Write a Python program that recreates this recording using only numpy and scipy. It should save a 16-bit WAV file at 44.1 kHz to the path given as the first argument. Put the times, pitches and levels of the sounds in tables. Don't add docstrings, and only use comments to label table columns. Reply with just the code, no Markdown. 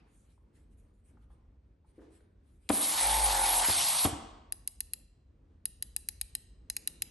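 import sys
import numpy as np
from scipy import signal
from scipy.fft import rfft, irfft, next_fast_len
from scipy.io import wavfile
from scipy.ndimage import uniform_filter1d, map_coordinates

SR = 44100
rng = np.random.default_rng(int(sys.argv[2]) if len(sys.argv) > 2 else 0)


def nominal_scale(level):
    x = np.asarray(level, float) / 20
    return 10 ** x


def digitize_waveform(pressure):
    field = np.atleast_2d(pressure).T
    bounded = np.clip(field, -1, 1)
    quanta = np.round(bounded * 32767).astype(np.int16)
    wavfile.write(sys.argv[1], SR, quanta)


N = 313110

# start_s, level_db
RUMBLE_LEVEL = [(0, -62), (.25, -59.5), (.7, -55), (.96, -59.5), (1.25, -54.5), (1.7, -59), (2.27, -56.5),
                (2.65, -58), (4.6, -55), (5.03, -58), (5.5, -54), (6.2, -52), (6.63, -50.5), (6.84, -59),
                (7.1, -48)]
# pitch_hz, level_db_per_hz
RUMBLE_SPECTRUM = [(13, -39.5), (22, -20), (32, -3), (54, 1.5), (82, -5), (171, -26), (200, -24),
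                   (260, -47.5), (440, -120)]
FAR_SPECTRUM = [(88, -16.5), (150, -6), (264, -8), (347, -12.5), (533, -19), (643, -25.5), (701, -26.5),
                (1520, -34.5), (9000, -58.5), (11700, -81), (19800, -120)]
# start_s, length_s, rustle_db, rub_db
STROKES = [(0.035, 0.29, -84, -86), (.2, .18, -92, -81.5), (0.518, 0.12, -84.5, -77),
           (0.694, 0.066, -90, -89), (0.754, 0.087, -85, -88), (0.923, 0.096, -94, -90),
           (1.03, .11, -85, -83), (1.188, 0.085, -100, -85), (1.285, 0.083, -91.5, -83),
           (1.843, 0.096, -90.5, -81.5), (1.922, 0.1, -94, -82), (2.087, 0.12, -83, -76.5),
           (2.23, 0.042, -107, -92), (2.407, 0.21, -90, -84.5), (2.55, 0.41, -82, -77)]
# pitch_hz, level_db_per_hz
RUSTLE_SPECTRUM = [(4500, -38), (6000, -9), (7500, -4), (9000, -1), (11500, -11), (12100, -33)]
RUB_SPECTRUM = [(300, -32), (700, 7), (1500, 1.5), (2500, -1.5), (4000, -9), (5500, -13.5), (7000, -32)]
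# pitch_hz, level_db
RUB_TILT = [(600, -7.5), (2000, 0), (4500, 4.5)]
# start_s, peak_db, pitch_hz, t60_s
KNOCKS = [(.377, -59, 840, 0.029), (1.17, -53.5, 970, 0.044), (1.3, -60, 950, 0.11),
          (1.495, -64, 500, 0.07), (1.844, -61, 940, 0.059), (1.884, -78, 2200, 0.018),
          (1.979, -45, 360, 0.32), (1.985, -61, 1500, .1), (2.016, -59, 1050, 0.083),
          (2.02, -51.5, 350, 0.36), (2.204, -61, 1677, 0.03), (2.207, -68.5, 3500, 0.028),
          (3.632, -25.5, 1970, 0.031), (3.648, -23, 2046, 0.043), (3.667, -25, 1710, 0.016)]
# start_s, peak_db, boom_db, tick_db
VALVE_BLOWS = [
    (2.6904, -39.5, -18, 16.5),
    (2.698, -20, -19, -16.5),
    (2.702, -14, -2.5, -19),
    (3.685, -26.5, -9, -17),
    (3.697, -24, 9, -16.5),
    (4.05, -19.5, -19.5, -15),
    (4.054, -17, 11, -9),
    (4.072, -23.5, -4.5, -31),
    (4.127, -33.5, 19, -24.5),
    (4.134, -38, 2, -39),
]
# pitch_hz, level_db, t60_s
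FRAME_MODES = [(90.5, -5, 0.078), (128, -4, 0.034), (227, 2, 0.033), (294.5, 0, 0.065), (350, 6.5, 0.018),
               (554, -1, 0.027), (784, -4, 0.041), (1000, -20, 0.021)]
# pitch_hz, level_db_per_hz
HOSE_SPECTRUM = [(60, -35), (130, -8.5), (250, -17.5), (450, -15.5), (850, -2), (1300, -6), (2200, -9.5),
                 (3200, -19), (5000, -60)]
JET_SPECTRUM = [(800, -53.5), (2000, -8), (3000, -1.5), (3900, 1.5), (4700, -1), (5700, -4.5), (6600, -4),
                (8000, -28.5), (10000, -64)]
NOZZLE_SPECTRUM = [(4500, -43.5), (6500, -7), (7600, 3.5), (8300, 4.5), (9000, 3.5), (11500, 4.5),
                   (12100, -27)]
# pitch_hz, likeness
AIR_LIKENESS = [(50, 1), (300, 0.4), (800, 0.73), (1400, 0.12), (2200, 1), (3000, .8), (4500, .85),
                (7200, .8), (8400, .9), (12000, 0.93)]
# pitch_hz, level_db
AIR_TO_WALLS = [(300, 6.5), (1200, 3), (4000, -5.5), (8000, 3), (11000, -2.5)]
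# pitch_hz, level_db_per_hz
MOAN_SPECTRUM = [(350, -50.5), (600, -3.5), (800, 2), (1100, 0.5), (1350, -17.5), (2000, -51)]
# start_s, turns_per_s
SHAFT_SPEED = [(2.86, 40), (3.0, 48), (3.08, 51.7), (3.16, 52.3), (3.22, 51.2), (3.28, 47.3), (3.38, 45.2),
               (3.58, 42.3), (3.72, 38)]
# pitch_hz, width_hz, level_db
CASTING_MODES = [(191, 60, -26.5), (326, 130, -16), (544, 50, -6.5), (733, 76, 0.5), (891.7, 83, 3.5),
                 (1100, 330, -17.5), (1386, 90, -22)]
# start_s, peak_db, lower_modes_db
CLICKS = [(4.523, -18, -18), (4.6753, -16.5, -20), (4.8052, -16.5, -19), (4.9349, -17, -20.5),
          (5.6551, -15.5, -19.5), (5.8245, -18, -17), (5.9636, -15, -19), (6.087, -16.5, -17.5),
          (6.2128, -15.5, -17.5), (6.3514, -17.5, -15.5), (6.6998, -19, -13.5), (6.7662, -17, -14),
          (6.8746, -15, -16.5), (7.021, -14.5, -16)]
# pitch_hz, level_db, t60_s
LEVER_MODES = [(844, -31, 0.086), (1841, -5, 0.013), (2738, 2, 0.0095), (4044, -2, 0.022),
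               (4956, -7, 0.031), (6630, -9.5, 0.027)]
LEVER_TOP_MODES = [(9420, -18.5, 0.0064), (9690, -18.5, 0.013)]
# pitch_hz, difference_db
LEVER_SIDE = [(1000, 3), (1900, 6), (2500, 12), (3000, -2), (4000, 10.5), (5300, 7), (6200, 4.5),
              (7500, 4.5), (8200, 0.5)]
# pitch_hz, t60_s
HALL_DECAY = [(100, 0.65), (1000, 0.98), (4000, 0.78), (8000, 0.54), (12000, 0.18)]
# pitch_hz, likeness
FAR_LIKENESS = [(50, 1), (200, 0.97), (800, 0.24), (1600, 0.094), (2500, 0.73), (4000, 0.52), (5000, 0.28),
                (6200, 0.64), (7200, 0.28), (8400, 0.91), (12000, 1)]
# pitch_hz, level_db
PORT_RESPONSE = [(18, -31), (32, -12), (45, -7), (8600, 3), (9500, 9.5), (10300, 10.5), (10900, 11.5),
                 (11300, 7.5), (11700, 2), (12000, -15.5), (12800, -36.5), (13300, -120)]
# pitch_hz, lead_rad
PORT_TURN = [(900, 0), (1500, -.7), (2000, 0), (2900, 1), (4300, .1), (6500, -.2), (7400, .8), (8500, 0),
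             (9150, -1.2), (10200, -3.14), (11200, -5.2), (11600, -6.2), (13000, -6.28)]

OPEN_S, SHUT_S = 2.69, 4.047
SPIN_S, BITE_S, BRAKE_S = 2.88, 3.0, 3.64


def unit(x):
    return x / np.sqrt(np.mean(x ** 2) + 1e-20)


def along(points, hz):
    f, v = np.transpose(points)
    return np.interp(np.log(hz + 1), np.log(f + 1), v)


def curve(rows):
    s, value = np.transpose(rows)
    return np.interp(np.arange(N) / SR, s, value)


def swell(start, rise, end, fall):
    t = np.arange(N) / SR
    rising = 1 - np.exp(-np.clip(t - start, 0, None) / rise)
    return rising * np.exp(-np.clip(t - end, 0, None) / fall)


def wobble(rate):
    knots = rng.standard_normal(int(N * rate / SR) + 4)
    coarse = np.arange(0, N + 64, 64)
    return np.interp(np.arange(N), coarse, map_coordinates(knots, [coarse * rate / SR]))


def filtered(x, response):
    m = next_fast_len(x.shape[-1] + SR // 2)
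    return irfft(rfft(x, m) * response(np.fft.rfftfreq(m, 1 / SR)), m)[..., :x.shape[-1]]


def paired(pair, alike):
    def shares(hz):
        angle = np.arccos(np.clip(along(alike, hz), -1, 1)) / 2
        return np.array([np.cos(angle), np.sin(angle)])

    mid, side = filtered(pair, shares)
    return np.array([mid + side, mid - side])


def rush(spectrum, patchy_db, alike=FAR_LIKENESS):
    z = signal.stft(rng.standard_normal((2, N)), nperseg=512)[2]
    field = uniform_filter1d(rng.standard_normal(z.shape[1:]), size=6, axis=0)
    field = uniform_filter1d(field, size=10, axis=1)
    pair = signal.istft(z * nominal_scale(patchy_db * unit(field)), nperseg=512)[1][:, :N]
    coloured = filtered(pair, lambda hz: nominal_scale(along(spectrum, hz)))
    return unit(paired(coloured, alike))


def puff(t, lo_hz, hi_hz, t60):
    band = signal.butter(2, [lo_hz, hi_hz], "bandpass", fs=SR)
    return unit(signal.lfilter(*band, rng.standard_normal(len(t)))) * nominal_scale(-60 * t / t60)


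def ring(modes, t, attack, scatter_db):
    tones = np.zeros(len(t))
    for hz, db, t60 in modes:
        level_db = db + scatter_db * rng.normal() - 60 * t / t60
        tones += nominal_scale(level_db) * np.sin(2 * np.pi * hz * t)
    return tones * (1 - np.exp(-t / attack))


def add(track, s, sound):
    part = track[round(s * SR):][:len(sound)]
    part += sound[:len(part)]


def cloth(fading):
    t = np.arange(N) / SR
    arcs = []
    for start, length, *_ in STROKES:
        phase = np.clip((t - start) / length, 0, 1)
        arc = np.sin(np.pi * phase).clip(0) ** 2.1
        settling = nominal_scale(-9) * swell(start + length / 2, length / 4, start + length, 0.053)
        arcs.append((arc + settling) * (t < OPEN_S))
    rustle, rub = nominal_scale(np.array(STROKES)[:, 2:].T) @ arcs
    dull = rush(RUB_SPECTRUM, patchy_db=3.0)
    crisp = rustle * nominal_scale(2.5) * rush(RUSTLE_SPECTRUM, patchy_db=4.0)
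    close_rub = rub * filtered(dull, lambda hz: nominal_scale(along(RUB_TILT, hz)))
    return nominal_scale(1.7 * wobble(39.14)) * (crisp + close_rub + fading * dull[:, ::-1])


def workshop():
    rumble_db = curve(RUMBLE_LEVEL)
    fading = nominal_scale(-70.5 - 60 * np.arange(N) / SR / 0.83)
    rumble = nominal_scale(rumble_db + 2.5 + 0.66 * wobble(4.2)) * rush(RUMBLE_SPECTRUM, patchy_db=0.5)
    late_machine = nominal_scale(-68) * swell(6.39, 0.29, N / SR, 1) ** 2
    machines = nominal_scale(-70 + 0.18 * (rumble_db - rumble_db.mean())) + late_machine
    far = (machines + nominal_scale(2.5) * fading) * nominal_scale(3.0 + 1.6 * wobble(13))
    return rumble + far * rush(FAR_SPECTRUM, patchy_db=1.0) + cloth(fading)


def hall(x, bloom):
    out, step = np.zeros((2, N + 2 * SR)), SR // 5
    for start in range(0, N, step):
        piece = x[start:start + step]
        if np.abs(piece).max() > 1e-5:
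            hz, t, z = signal.stft(rng.standard_normal((2, SR * 3 // 4)), SR, nperseg=256)
            decay = nominal_scale(-60 * t / along(HALL_DECAY, hz)[:, None]) * (1 - np.exp(-t / bloom))
            tail = signal.istft(z * decay, SR, nperseg=256)[1]
            wet = signal.fftconvolve(piece[None], tail / np.linalg.norm(tail[0]), axes=1)
            out[:, start:start + wet.shape[1]] += wet
    return paired(out[:, :N], FAR_LIKENESS)


def knocks():
    out, t = np.zeros(N), np.arange(SR // 8) / SR
    for s, db, hz, t60 in KNOCKS:
        soft_start = 1 - np.exp(-t / 0.0023)
        add(out, s, nominal_scale(db - 5) * puff(t, hz / 1.35, hz * 1.2, t60) * soft_start)
    return out


def valve():
    rings, thuds, t = np.zeros(N), np.zeros(N), np.arange(SR // 4) / SR
    for s, db, boom_db, tick_db in VALVE_BLOWS:
        boom = nominal_scale(boom_db) * ring(FRAME_MODES[:2], t, 0.0033, 0.5)
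        add(rings, s, nominal_scale(db - 4.5) * (boom + ring(FRAME_MODES[2:], t, 0.0015, 1.5)))
        thud = 1.3 * puff(t, 120, 860, 0.03)
        tick = nominal_scale(tick_db + 3.5) * puff(t, 2200, 3900, 0.011)
        add(thuds, s, nominal_scale(db - 5.5) * (thud + tick))
    return rings, thuds


def suction(load, chop):
    fill_s, vent_s = 0.1, 0.022
    gasp_s, kick_s = 0.0057, 0.006
    freed_s, freed_rise_s = 3.77, 0.024
    gasp = swell(OPEN_S, 1e-3, OPEN_S, gasp_s)
    kick = nominal_scale(-7) * swell(SHUT_S - kick_s, 1e-3, SHUT_S, vent_s)
    flow = swell(OPEN_S, fill_s, SHUT_S, vent_s)
    freed = swell(freed_s, freed_rise_s, freed_s, 0.11)
    slow = nominal_scale(-2) * gasp + flow + kick
    nozzle_flow = swell(OPEN_S + 2 * gasp_s, 0.02, SHUT_S, vent_s)
    quick = nominal_scale(4) * gasp + nozzle_flow + 0.37 * kick

    hose = nominal_scale(-42 + 3.5 * load) * slow * rush(HOSE_SPECTRUM, 2.76, AIR_LIKENESS)
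    sputter_db = 1.3 + 3.5 * swell(OPEN_S, fill_s, 2.93, fill_s / 2)
    jet_db = -38.5 + 7 * freed + sputter_db * wobble(30)
    jet = nominal_scale(jet_db) * slow * rush(JET_SPECTRUM, 1.3, AIR_LIKENESS)
    hiss_up = swell(BRAKE_S, freed_rise_s, freed_s, freed_rise_s)
    nozzle_db = -37.5 + 1.5 * hiss_up + 0.54 * wobble(28)
    nozzle = nominal_scale(nozzle_db) * quick * rush(NOZZLE_SPECTRUM, 3.5, AIR_LIKENESS)
    lint = nominal_scale(1 * wobble(140))
    return chop * (lint * (hose + jet) + nozzle), flow * (1 - load) * nominal_scale(5.5 * freed)


def moan(empty):
    tube = unit(filtered(rng.standard_normal(N), lambda hz: nominal_scale(along(MOAN_SPECTRUM, hz))))
    return nominal_scale(-44.5 + 2.0 * wobble(15)) * empty * tube


def casting(f):
    answer = 0
    for k, (centre, width, db) in enumerate(CASTING_MODES):
        answer = answer + (-1) ** k * nominal_scale(db) * 1j * f * width / (centre ** 2 - f * f + 1j * f * width)
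    return answer


def table(f):
    return 1j * f * 5.5 / (53 ** 2 - f * f + 1j * f * 5.5) + 0.08j


def stitching():
    load = swell(BITE_S, 0.026, BRAKE_S, 0.03)
    idle = swell(SPIN_S, 0.054, BRAKE_S, 0.03)
    sag_db = -5.5 * np.clip(np.arange(N) / SR - BITE_S, 0, None)
    span = slice(round(SHAFT_SPEED[0][0] * SR), round(SHAFT_SPEED[-1][0] * SR))
    speed = curve(SHAFT_SPEED)
    turns = np.cumsum(speed) / SR
    orders = np.zeros(N)
    for k in range(2, 34):
        answer = casting(k * speed[span]) * nominal_scale(2.6 * wobble(6)[span])
        phase = k * turns[span] + 0.2 * rng.normal()
        orders[span] += np.real(answer * np.exp(2j * np.pi * phase))
    rub = filtered(rng.standard_normal(N) * (1 + 0.52 * np.cos(2 * np.pi * turns)), casting)
    drone = orders / np.std(orders[span]) + 0.38 * unit(rub)
    drone = drone * (nominal_scale(-7) * idle + load * nominal_scale(sag_db))
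    rocking = filtered(load * np.sin(2 * np.pi * turns), table)
    rocking = rocking + 0.04 * load * np.sin(4 * np.pi * turns)
    shake = np.sqrt(2) * rocking * swell(0, 1e-3, BRAKE_S, 0.012)
    chop = 1 + 0.076 * load * np.cos(2 * np.pi * turns)
    return nominal_scale(-35.5) * drone + nominal_scale(-29) * shake, load, chop


def lever():
    rings, snaps, t = np.zeros(N), np.zeros(N), np.arange(SR // 8) / SR
    for s, db, low_db in CLICKS:
        pitch_hz = 11050 * (1 + 0.01 * rng.normal())
        snap = np.exp(-((t - 0.001) / 0.00034) ** 2) * np.sin(2 * np.pi * pitch_hz * t)
        add(snaps, s - 0.0011, nominal_scale(db - 8.5) * snap)
        rebound_db = db - 27.0 + 0.5 * rng.normal()
        add(snaps, s + 0.0022, nominal_scale(rebound_db) * puff(t, 9100, 12000, 0.015))
        add(snaps, s, nominal_scale(db - 14.5) * puff(t, 8000, 10000, 0.0072))
        add(snaps, s, nominal_scale(db + low_db - 4) * puff(t, 1960, 8900, 0.019))
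        add(rings, s, nominal_scale(db - 6) * ring(LEVER_TOP_MODES, t, 0.00024, 1.4))
        add(rings, s, nominal_scale(db + low_db) * ring(LEVER_MODES, t, 0.0013, 1.6))
    return rings, snaps


def scene():
    background = workshop()
    bumps = knocks()
    frame, thuds = valve()
    seam, load, chop = stitching()
    air, empty = suction(load, chop)
    seam = seam + moan(empty)
    steel, snaps = lever()
    clicks = filtered(steel + snaps, lambda hz: nominal_scale(np.outer([.5, -.5], along(LEVER_SIDE, hz))))

    to_walls = nominal_scale(-8.5) * (thuds + nominal_scale(-2) * frame) + nominal_scale(-17) * (snaps + nominal_scale(-2) * steel)
    to_walls += nominal_scale(-11.5) * filtered(air[0], lambda hz: nominal_scale(along(AIR_TO_WALLS, hz)))
    to_walls += nominal_scale(-17.5) * seam + nominal_scale(-4.5) * bumps

    near = (seam + bumps) * nominal_scale([[.5], [-.4]]) + (frame + thuds) * nominal_scale([[1.5], [-1.5]])
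    return near + air + clicks + hall(to_walls, bloom=0.011) + background


def thinned(x, margin_db, quiet_db):
    z = signal.stft(np.array([x[0] + x[1], x[0] - x[1]]) / 2, nperseg=2048)[2][:, :1024]
    power = (abs(z) ** 2).reshape(2, 64, 16, -1).sum(axis=2)
    power = uniform_filter1d(power, size=2, axis=2)
    whole = power[:, 4:].sum(axis=(0, 1))
    blow = whole > 8 * np.roll(whole, 2)
    margin = nominal_scale(2 * margin_db) * whole / (whole + nominal_scale(2 * quiet_db))
    keep = (power > margin * power[::-1]) | blow | np.roll(blow, 1)
    keep[:, :2] = True
    kept = np.pad(z * np.repeat(keep, 16, axis=1), ((0, 0), (0, 1), (0, 0)))
    mid, side = signal.istft(kept, nperseg=2048)[1][:, :N]
    return np.array([mid + side, mid - side])


def roll_off(x):
    return signal.sosfilt(signal.butter(12, 13100, fs=SR, output="sos"), x)


def record(dry):
    grid = np.fft.rfftfreq(4096, 1 / SR)
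    cepstrum = irfft(np.log(nominal_scale(along(PORT_RESPONSE, grid))))
    cepstrum[1:2048] *= 2
    cepstrum[2049:] = 0
    resonance = irfft(np.exp(rfft(cepstrum)))
    rung = signal.fftconvolve(dry, resonance[None], axes=1)[:, :N]
    ports = filtered(rung, lambda hz: np.exp(.5j * np.outer([1, -1], along(PORT_TURN, hz))))
    mix = thinned(ports, margin_db=-6.5, quiet_db=-59.0)
    return roll_off(mix)


dry = scene()
out = record(dry)
digitize_waveform(out)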